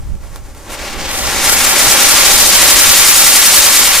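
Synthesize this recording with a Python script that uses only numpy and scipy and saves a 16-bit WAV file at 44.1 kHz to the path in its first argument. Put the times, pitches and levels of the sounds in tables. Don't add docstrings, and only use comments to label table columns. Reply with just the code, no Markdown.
import sys
import numpy as np
from scipy import signal
from scipy.fft import rfft, irfft, next_fast_len
from scipy.io import wavfile
from scipy.ndimage import map_coordinates

SR = 44100
rng = np.random.default_rng(int(sys.argv[2]) if len(sys.argv) > 2 else 0)


def waveform_to_disk(signal):
    frames = np.transpose(np.atleast_2d(signal))
    scaled = np.clip(frames, -1, 1) * 32767
    samples = np.round(scaled).astype(np.int16)
    wavfile.write(sys.argv[1], SR, samples)


N = 176400

# (time [s], angle [turns])
WHEEL_ANGLE = [(0, -.5), (.85, -.5), (1.02, -.27), (1.178, 0), (1.4, .5), (1.525, 1), (1.708, 2),
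               (1.837, 3), (2.038, 5), (2.203, 7), (2.478, 11), (2.647, 13.3), (2.83, 15.3), (3.209, 19.3),
               (3.592, 23.3), (4, 27.22)]
# (time [s], second cone's share of the power [0-1])
SECOND_CONE_SHARE = [(.9, .02), (1.8, 0.25), (2.3, 0.52), (2.5, 0.62), (2.7, 0.92), (2.95, 0.86)]
# (frequency [Hz], gain against the first [dB])
SECOND_CONE_EQ = [(200, -2.5), (350, 0), (600, -0.5), (1100, 0.3), (1900, 0), (2900, 2), (4500, 0),
                  (8000, -1), (15000, 1.5)]
# (time [s], swing either way [ms])
DELAY_SWING = [(0, .018), (.85, .028), (1.18, .055), (2.3, .056), (2.85, .05), (3.1, .04), (4, .035)]
# (time [s], relative level [dB])
ROAR_ENVELOPE = [(.62, -40), (.71, -30.5), (.95, -31), (1.2, -27.5), (1.45, -22.7), (1.62, -23.3),
                 (1.85, -21.7), (2.15, -22), (2.45, -22.7), (2.73, -21.5), (2.82, -24.5), (2.89, -23),
                 (2.96, -25), (3.65, -24.3), (3.9, -25), (4, -28)]
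RUSH_ENVELOPE = [(0.62, -47), (0.72, -30.5), (0.94, -27.5), (0.95, -30.5), (1.15, -22.5), (1.17, -25),
                 (1.47, -16.5), (2.19, -13.5), (2.43, -16.5), (2.5, -17.5), (2.52, -15), (3.1, -14),
                 (3.17, -16.5), (3.22, -14.5), (3.98, -15.5), (4.0, -20)]
HISS_ENVELOPE = [(0.62, -58), (0.72, -32), (0.94, -25), (0.95, -38), (1.0, -26.5), (1.35, -18),
                 (1.42, -14.5), (1.65, -15), (1.74, -15), (1.78, -12.5), (1.84, -13), (1.91, -9),
                 (1.96, -13), (2.06, -9), (3.67, -9), (3.71, -9.5), (3.75, -9), (3.8, -9.5), (3.86, -10.5),
                 (3.9, -12.5), (3.97, -12.5), (4.0, -11.5)]
# (frequency [Hz], relative level [dB])
ROAR_TONE = [(60, -32), (130, -9), (220, -2.5), (300, -4), (420, -2.5), (600, -1), (820, -1), (1100, -6.5),
             (2000, -39)]
RUSH_TONE = [(400, -20.5), (780, -9.5), (1000, -1.5), (1400, -0.5), (1750, 0), (2000, 1), (2600, -1),
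             (3300, -3), (4200, -8.5), (8000, -17)]
HISS_TONE = [(1500, -26), (2900, -9), (3900, -3), (5200, -0.5), (7000, 0.5), (9000, -1), (11000, -3),
             (13000, -7), (15500, -9.5)]
# (time [s], gain [dB])
HISS_SHELF = [(.68, -9), (.73, 2), (.78, -18), (1.06, -16), (1.12, -3.5), (1.2, -2), (1.3, -4),
              (1.42, -5.5), (1.52, 2), (1.7, 0), (2.2, -3), (3.2, 1.5), (4, -0.2)]

# (time [s], relative level [dB])
FIZZ_ENVELOPE = [(0, -40.5), (.1, -41.5), (.2, -44.5), (.24, -38.5), (.3, -38.5), (.35, -34.5), (.42, -40),
                 (.5, -36.5), (.54, -40.5), (.575, -35), (.62, -36.5), (.66, -35)]
# (time [s], level [dB])
POWDER_SNAPS = [(0.154, -36), (0.2723, -33), (0.36, -21), (.5487, -29)]
# (frequency [Hz], relative level [dB])
FIZZ_TONE = [(60, 11), (200, -4), (550, -1.5), (1100, -7), (2000, -11.5), (3500, -17), (6500, -13.5),
             (10000, -17), (15500, -24)]
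SNAP_TONE = [(100, -3), (500, -3), (2000, -8), (8000, -12), (15500, -12)]

# (time [s], relative level [dB])
RUMBLE_ENVELOPE = [(0, -23), (.22, -29.5), (.3, -29.5), (.5, -33), (.62, -43), (.85, -33), (1.05, -30.5),
                   (1.45, -29.5), (1.75, -34), (2, -31.5), (2.4, -30), (2.8, -29.5), (3, -42), (3.5, -39),
                   (4, -46)]
# (time [s], relative level [dB])
SMOKE_THUMPS = [(.15, -24), (1.27, -26), (1.44, -23), (1.53, -25), (1.67, -26), (1.88, -18), (2.895, -18)]
# (frequency [Hz], relative level [dB])
RUMBLE_TONE = [(10, -8.5), (25, -0.5), (42, -2.5), (70, -6), (110, -13), (170, -23), (400, -37),
               (1000, -80)]
THUMP_TONE = [(15, 4), (45, 2), (110, -9), (250, -14.5), (500, -33), (1500, -60)]
# (time [s], left minus right [dB])
AIR_BALANCE = [(0, -7), (.6, -5.5), (1.2, -5), (1.9, -3), (2.6, -6), (4, -5)]

# (frequency [Hz], direct share of the power [0-1])
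DIRECT_SHARE = [(100, 0.97), (500, 0.93), (1100, 0.82), (2300, 0.97), (3700, 0.73), (5000, 0.73),
                (8000, 0.58), (11000, 0.7), (15000, 0.23)]
# (delay [ms], low-frequency gain [ratio])
EARLY_ECHOES = [(3.56, 0.26), (5.17, 0.14), (8.6, 0.024)]
# (frequency [Hz], left minus right [dB])
MIC_BALANCE = [(200, 0.8), (1000, 0.2), (2500, 1.1), (3400, 1.8), (4100, 1), (5500, 0), (7100, 2),
               (8300, 2), (9400, 1), (11000, 0.5), (12500, -1.9), (15000, -1.2)]

ROAR_TRIM_DB, RUSH_TRIM_DB, HISS_TRIM_DB, FIZZ_TRIM_DB, RUMBLE_TRIM_DB = 0.16, 1, 3.5, 3, 3


def wheel(ignite_s=0.642, fade_in_s=0.05, trail_turns=0.29):
    turns, share = curve(WHEEL_ANGLE), curve(SECOND_CONE_SHARE)
    lit = np.clip((seconds() - ignite_s) / fade_in_s, 0, 1)
    first = jet(turns)
    second = filtered(jet(turns - trail_turns), lambda hz: amp(along(SECOND_CONE_EQ, hz)))
    return lit * (np.sqrt(1 - share) * first + np.sqrt(share) * second)


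def jet(turns, flutter_db=0.5, sputter_db=1.3, centre_lag_ms=0.03):
    roar = amp(curve(ROAR_ENVELOPE) + ROAR_TRIM_DB + 0.88 * wobble(29.94)) * coloured(gas(), ROAR_TONE)
    rush = amp(curve(RUSH_ENVELOPE) + RUSH_TRIM_DB) * coloured(gas(), RUSH_TONE)
    hiss = nozzle_hiss(turns)
    burn = amp(flutter_db * wobble(18) + sputter_db * wobble(130))
    lag_ms = centre_lag_ms + curve(DELAY_SWING) * np.cos(2 * np.pi * turns)
    return at_mics(burn * (roar + rush + hiss), lag_ms)


def nozzle_hiss(turns, shelf_hz=6800, beam_db=0.5, beam_top_db=1.5, aim_turns=0.22):
    facing = np.cos(2 * np.pi * (turns + aim_turns))
    hiss = coloured(gas(), HISS_TONE)
    top = filtered(hiss, lambda hz: 1 - 1 / (1 + (hz / shelf_hz) ** 4))
    top_gain = amp(curve(HISS_SHELF) + beam_top_db * facing)
    level_db = curve(HISS_ENVELOPE) + HISS_TRIM_DB + beam_db * facing + 0.5 * wobble(21.8)
    return (hiss + (top_gain - 1) * top) * amp(level_db - choke())


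def choke(start_s=0.88, depth_db=4, recovery_s=0.025):
    age = seconds() - start_s
    return depth_db * (age >= 0) * np.exp(-np.abs(age) / recovery_s)


def gas(sparks_per_s=2500, spread_db=2.5, crackle_db=-4.5):
    shape = (3, N)
    clicks = (rng.random(shape) < sparks_per_s / SR) * rng.choice([-1, 1], shape)
    sparks = clicks * amp(spread_db * np.clip(rng.standard_normal(shape), -3, 3))
    return unit(rng.standard_normal(shape) + amp(crackle_db) * unit(sparks))


def flames(snap_t60_s=0.0071, flare_s=0.366, flare_db=-38, flare_width_s=0.011):
    t = seconds()
    fizz = amp(curve(FIZZ_ENVELOPE) + FIZZ_TRIM_DB + wobble(28.85)) * coloured(gas(), FIZZ_TONE)
    snaps = sum((t >= s) * amp(db - 60 * np.abs(t - s) / snap_t60_s) for s, db in POWDER_SNAPS)
    flare = amp(flare_db) * np.exp(-np.abs(t - flare_s) / flare_width_s)
    pops = (snaps + flare) * coloured(gas(), SNAP_TONE)
    return at_mics(fizz + pops, lag_ms=0.019)


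def buffeting(gust_db=3.4, thump_width_s=0.022):
    gusts = amp(gust_db * np.array([wobble(12), wobble(20)]))
    rumble = unit(gusts * coloured(rng.standard_normal((2, N)), RUMBLE_TONE))
    rumble *= amp(curve(RUMBLE_ENVELOPE) + RUMBLE_TRIM_DB)
    swells = sum(amp(db) * np.exp(-((seconds() - s) / thump_width_s) ** 2) for s, db in SMOKE_THUMPS)
    thumps = swells * coloured(rng.standard_normal((2, N)), THUMP_TONE)
    return (rumble + thumps) * pan(curve(AIR_BALANCE))


def surroundings(x, echo_lowpass_hz=2880, tail_db=-14.5, tail_t60_s=0.03, tail_highpass_hz=660):
    def comb(hz):
        echoes = sum(gain * np.exp(-2j * np.pi * hz * ms / 1000) for ms, gain in EARLY_ECHOES)
        return 1 + echoes / (1 + (hz / echo_lowpass_hz) ** 2)

    t = seconds()[:SR // 10]
    tail = rng.standard_normal((2, len(t))) * amp(-60 * t / tail_t60_s) * (1 - np.exp(-t / 0.002))
    scatter = signal.fftconvolve(x, tail / np.linalg.norm(tail[0]), axes=1)[:, :N]
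    scatter = filtered(scatter, lambda hz: hz / np.hypot(hz, tail_highpass_hz))
    return filtered(x, comb) + amp(tail_db) * scatter


def at_mics(sound, lag_ms):
    direct = filtered(sound[0], lambda hz: np.sqrt(along(DIRECT_SHARE, hz)))
    scattered = filtered(sound[1:], lambda hz: np.sqrt(1 - along(DIRECT_SHARE, hz)))
    half_lag = lag_ms * SR / 2000
    pair = [map_coordinates(direct, [np.arange(N) + side * half_lag], order=5, mode="mirror")
            for side in (-1, 1)]
    return np.array(pair) + scattered


def amp(db):
    return 10 ** (np.asarray(db) / 20)


def pan(balance_db):
    return amp(balance_db * np.array([[0.5], [-0.5]]))


def unit(x):
    return x / np.sqrt(np.mean(x ** 2) + 1e-20)


def along(points, hz):
    knots_hz, values = np.transpose(points)
    return np.interp(np.log(hz + 1), np.log(knots_hz + 1), values)


def seconds():
    return np.arange(N) / SR


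def curve(points):
    return np.interp(seconds(), *np.transpose(points))


def wobble(rate):
    return map_coordinates(rng.standard_normal(1024), [seconds() * rate], mode="mirror")


def filtered(x, response):
    size = next_fast_len(N + 8192)
    return irfft(rfft(x, size) * response(np.fft.rfftfreq(size, 1 / SR)), size)[..., :N]


def coloured(x, tone):
    return unit(filtered(x, lambda hz: amp(along(tone, hz))))


def scene():
    return surroundings(flames() + wheel()) + buffeting()


def record(dry):
    heard = filtered(dry, lambda hz: pan(along(MIC_BALANCE, hz)))
    return filtered(np.clip(heard, -1, 1), lambda hz: hz < 15530)


dry = scene()
out = record(dry)
waveform_to_disk(out)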